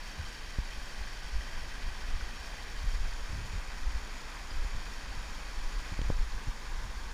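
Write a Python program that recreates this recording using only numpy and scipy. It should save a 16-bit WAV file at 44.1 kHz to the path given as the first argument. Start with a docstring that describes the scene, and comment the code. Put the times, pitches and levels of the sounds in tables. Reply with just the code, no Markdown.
"""A stream pours down a small cascade between boulders: a dense rush of hissing foam, ringing bubbles
and crackling spray, with a few single plinks on top. The water changes colour as a hand-held camera
tilts up from the cascade to look upstream and on to the trees. Wind eddies rumble and puff on its
single microphone, and the hand knocks lightly on the housing."""
import sys
import numpy as np
from scipy import signal
from scipy.fft import rfft, irfft
from scipy.io import wavfile
from scipy.ndimage import uniform_filter1d

SR = 44100
rng = np.random.default_rng(int(sys.argv[2]) if len(sys.argv) > 2 else 0)


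def store_wav(level_fs):
    """Save 16-bit WAV to argv[1]."""
    pcm = np.round(np.clip(np.atleast_2d(level_fs), -1, 1) * 32767)
    wavfile.write(sys.argv[1], SR, pcm.T.astype(np.int16))


N = 314433
TIME = np.arange(N) / SR
FREQS = np.maximum(np.arange(N // 2 + 1) * SR / N, 1)

# EQ of the rushing water: (frequency [Hz], gain [dB])
WATER_EQ = [(40, 3), (130, 0.5), (230, -0.9), (380, -5), (1000, -0.5), (2200, -4), (2900, -8), (4300, -7.5),
            (6600, -12), (7800, -19), (10200, -20), (11800, -27), (15200, -28.7)]
# fader ride on the water, ahead of its EQ: (time [s], level [dB], hiss shelf [dB])
WATER_RIDE = [(0, -38.0, 0.5), (.8, -37.5, 0.5), (1.7, -36.5, -1.1), (2.9, -37, 0.5), (3.6, -37, -0.8),
              (4.3, -36.5, -0.9), (5.8, -36.5, -0.6), (6.4, -36.5, -1.6), (7.13, -37, -1.3)]
# peaks and dips that the housing adds in each direction:
# (centre [Hz], width [Hz], facing the cascade [dB], facing upstream [dB], facing the trees [dB])
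HOUSING_EQ = [(664, 229, -1.3, -2.3, -4.3), (1009, 303, -0.7, 1.0, 2.3), (1336, 172, -4.1, -0.5, -4.2),
              (1619, 308, 5.0, 3.6, 3.3), (1930, 204, 5.1, 3.6, 1.3), (2466, 338, 4.5, 4.1, -0.2),
              (2895, 260, 0.8, -1.0, -2.5), (3163, 253, 6.2, 3.6, 1.5), (4029, 260, -1.1, -2.9, -3.8),
              (4683, 428, 4.9, 3.8, 1.6), (5051, 193, -2.3, -0.6, -1.8), (5448, 386, 6.0, 4.1, 3.7),
              (6924, 508, 2.3, 5.6, 4.5)]
# where the camera points, held to 0..2 in use: (time [s], aim [0 cascade, 1 upstream, 2 trees])
CAMERA_AIM = [(0, -0.5), (2.7, 0.14), (3.6, 1.1), (4.6, 1), (6.0, 0.86), (6.25, 1.5), (7.13, 5)]
# single bubbles above the rush: (time [s], starting pitch [Hz], peak level [dB])
BUBBLE_PLINKS = [(.857, 7700, -55), (1.409, 1895, -41), (2.209, 1490, -37), (3.969, 4190, -48),
                 (4.507, 4900, -42)]
# tone of the wind's slow eddies: (frequency [Hz], relative level [dB])
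RUMBLE_EQ = [(10, -4.5), (18, 5.5), (28, 2.5), (48, -2), (65, -14), (90, -23.5), (130, -35.5), (220, -40),
             (500, -72)]
# the bed of breeze, before lift and wavering: (time [s], level [dB])
BREEZE_RIDE = [(0.0, -44), (0.3, -45.5), (0.77, -41.5), (1.85, -42.5), (1.97, -40.5), (2.6, -43),
               (2.92, -37.5), (4.09, -45), (5.6, -41.5), (6.19, -37.5), (6.43, -44.5), (7.13, -39.5)]
# buffets on top of the breeze: (crest time [s], level [dB], width [s])
WIND_BUFFETS = [(1.015, -33, 0.045), (1.366, -27.5, 0.055), (1.56, -33, 0.052), (1.869, -30, 0.048),
                (2.125, -27.5, 0.072), (2.89, -28.5, 0.11), (3.04, -28.5, .07), (3.586, -32, 0.034),
                (3.865, -28, 0.072), (3.962, -28, 0.027), (4.61, -27.5, 0.1), (4.76, -30.5, .06),
                (5.182, -36, 0.043), (5.587, -26.5, 0.025), (5.662, -28, 0.03), (5.774, -30.5, .05),
                (6.10, -26, 0.085), (6.2, -24, 0.056), (6.352, -28.5, 0.03), (6.489, -28, 0.028),
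                (6.76, -35, 0.13)]
# sudden puffs of wind: (start time [s], crest level [dB], length [s])
WIND_PUFFS = [(0.176, -36.5, 0.053), (2.123, -43, 0.075), (2.916, -45, 0.12), (3.282, -38, 0.19),
              (3.52, -39, 0.06), (4.745, -39, 0.036), (5.168, -45, 0.033), (5.914, -32.5, 0.025),
              (6.467, -38.5, 0.038), (6.845, -40, 0.021)]
# tone of the puffs' quicker eddies: (frequency [Hz], relative level [dB])
FLUTTER_EQ = [(30, -13), (72, 4), (105, -6), (160, -17), (250, -22), (500, -48)]
# the hand on the housing: (time [s], thump drive [dB], contact hardness as cutoff [Hz], tick drive [dB])
HAND_KNOCKS = [(0.5858, -22, 223, -81), (4.515, -39, 400, -43), (5.991, -26, 400, -65),
               (6.0156, -25, 280, -34), (6.102, -19, 720, -66)]
# resonances of the knocked housing: (frequency [Hz], gain [dB], time to fall 60 dB [s])
HOUSING_MODES = [(60, -1, 0.11), (111, 2.5, 0.019), (270, -5.5, 0.015), (513, -2, 0.012), (905, 0, 0.0066)]


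def water(bubble_share=0.25, spray_share=0.33, surge_db=0.37, spatter_db=2.0):
    """Foam hisses, bubbles ring in the mids, and bursts of spray crackle on top."""
    bubble_band = 1 / (1 + (380 / FREQS) ** 8) / (1 + (FREQS / 7800) ** 8)
    spray_power = spray_share / (1 + (4000 / FREQS) ** 2)
    foam_power = 1 - bubble_share * bubble_band - spray_power   # foam fills out a flat spectrum
    foam = coloured(rng.standard_normal(N), 10 * np.log10(foam_power))
    drops = rms_one(grains(per_s=6000, spread_db=3.5) * from_db(spatter_db * drift(50)))
    spray = coloured(drops, 10 * np.log10(spray_power))
    gurgle = np.sqrt(bubble_share) * bubbles(per_s=4000, spread_db=4.0, cycles=24)
    rush = foam + spray + gurgle
    # the hiss grows when the white water is close and in view
    hiss_gain = from_db(in_time(WATER_RIDE, column=2))
    rush += (hiss_gain - 1) * filtered(rush, 2400, "high", order=1)
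    return rush * from_db(in_time(WATER_RIDE) + surge_db * drift(20))


def bubbles(per_s, spread_db, cycles, count=36):
    """Bubbles of all sizes ring for some cycles each; small ones are more common. Even power per Hz."""
    out = np.zeros(N)
    pitches = np.geomspace(400, 7500, count)
    for hz, span_hz in zip(pitches, np.gradient(pitches)):
        births = grains(per_s * np.sqrt(hz) / np.sqrt(pitches).sum(), spread_db)
        out += np.sqrt(2 * span_hz / SR) * rms_one(ring(births, hz, cycles / hz))
    return out


def through_housing(sound):
    """The water's EQ plus the housing's colour, which crossfades between directions as the camera tilts."""
    aim = np.clip(in_time(CAMERA_AIM), 0, 2)
    out = np.zeros(N)
    for view in range(3):
        ripple_db = sum(dbs[view] * bell(FREQS, hz, width) for hz, width, *dbs in HOUSING_EQ)
        crossfade = np.maximum(1 - abs(aim - view), 0)
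        out += crossfade * coloured(sound, spectrum_db(WATER_EQ) + ripple_db)
    return out


def plinks(t60=0.044, rise_per_s=1.8):
    """A bubble rings briefly and bends up in pitch as it nears the surface."""
    out = np.zeros(N)
    for start, hz, db in BUBBLE_PLINKS:
        age = np.maximum(TIME - start, 0)
        phase = 2 * np.pi * hz * age * (1 + rise_per_s * age / 2)
        out += from_db(db) * np.exp(-np.log(1000) * age / t60) * np.sin(phase)
    return out


def wind(eddy_s=0.0615, lift_db=2.5, waver_db=2, waver_per_s=13):
    """Slow eddies press on the microphone: a wavering breeze, and buffets that swell and fall evenly."""
    eddies = evened(coloured(rng.standard_normal(N), spectrum_db(RUMBLE_EQ)), eddy_s)
    power = from_db(in_time(BREEZE_RIDE) + lift_db + waver_db * drift(waver_per_s)) ** 2
    for crest, db, width in WIND_BUFFETS:
        power += from_db(db) ** 2 * bell(TIME, crest, width)
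    return eddies * np.sqrt(power)


def puffs(eddy_s=0.033):
    """A sudden puff swells quickly and sheds smaller, faster eddies."""
    envelope = np.zeros(N)
    for start, db, length in WIND_PUFFS:
        progress = np.maximum(TIME - start, 0) / (length / 3)   # 1 at the crest
        envelope += from_db(db) * progress * np.exp(1 - progress)
    flutter = coloured(rng.standard_normal(N), spectrum_db(FLUTTER_EQ))
    return envelope * evened(filtered(flutter, 530, "low"), eddy_s)


def knocks(tick_decay_s=0.0016):
    """A soft contact thumps the housing; a hard edge adds a short tick."""
    push, tick_envelope = np.zeros(N), np.zeros(N)
    for start, thump_db, hardness_hz, tick_db in HAND_KNOCKS:
        click = np.zeros(N)
        click[round(start * SR)] = from_db(thump_db)
        push += filtered(click, hardness_hz, "low")
        age = np.maximum(TIME - start, 0)
        tick_envelope += from_db(tick_db) * (TIME >= start) * np.exp(-age / tick_decay_s)
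    thump = sum(from_db(db) * ring(push, hz, t60) for hz, db, t60 in HOUSING_MODES)
    tick = filtered(2 * tick_envelope * rng.standard_normal(N), [800, 5200], "band", order=3)
    return thump + tick


def from_db(db):
    """Decibels to gain."""
    return 10 ** (np.asarray(db) / 20)


def rms_one(x):
    """Scale to unit power."""
    return x / np.sqrt(np.mean(x ** 2) + 1e-20)


def evened(x, span_s):
    """Hold the power of a noise near 1, so that its level follows the gust alone."""
    return x / np.sqrt(np.abs(uniform_filter1d(x ** 2, int(span_s * SR))) + 1e-20)


def bell(x, centre, width):
    """A bell curve of height 1; width spans its 1/e points."""
    return np.exp(-(2 * (x - centre) / width) ** 2)


def in_time(rows, column=1):
    """One column of an automation curve at every sample."""
    points = np.array(rows)
    return np.interp(TIME, points[:, 0], points[:, column])


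def spectrum_db(points):
    """Join EQ points along a log frequency axis."""
    hz, db = np.transpose(points)
    return np.interp(np.log(FREQS), np.log(hz), db)


def coloured(x, db):
    """Apply an EQ curve."""
    return irfft(rfft(x) * from_db(db), N)


def filtered(x, hz, kind, order=2):
    """Causal low-, high- or band-pass."""
    return signal.sosfilt(signal.butter(order, hz, kind, fs=SR, output="sos"), x + 1e-18)


def drift(rate):
    """Random modulation with spread 1, changing about rate times a second."""
    return rms_one(irfft(rfft(rng.standard_normal(N)) / (1 + (FREQS / rate) ** 2), N))


def ring(clicks, hz, t60):
    """A unit click sets a decaying sine of height 1 ringing."""
    decay = np.exp(-np.log(1000) / (t60 * SR))
    step = 2 * np.pi * hz / SR
    feedback = [1, -2 * decay * np.cos(step), decay * decay]
    return signal.lfilter([0, decay * np.sin(step)], feedback, clicks + 1e-18)


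def grains(per_s, spread_db):
    """Clicks at random moments, many small and a few large."""
    out = np.zeros(N)
    onsets = np.flatnonzero(rng.random(N) < per_s / SR)
    size_draw, sign_draw = rng.random((len(onsets), 2)).T
    size = np.minimum(-np.log(1 - size_draw), 4)
    out[onsets] = from_db(spread_db * size) * np.sign(sign_draw - 0.5)
    return out


def scene():
    """Water, wind and handling noise, mixed in mono."""
    return (through_housing(water()) + plinks() + wind() + puffs() + knocks())[None]


def record(dry, cutoff_hz=15400):
    """A steep high cut on the whole mix."""
    return signal.sosfilt(signal.ellip(10, 0.1, 80, cutoff_hz, fs=SR, output="sos"), dry)


dry = scene()
out = record(dry)
store_wav(out)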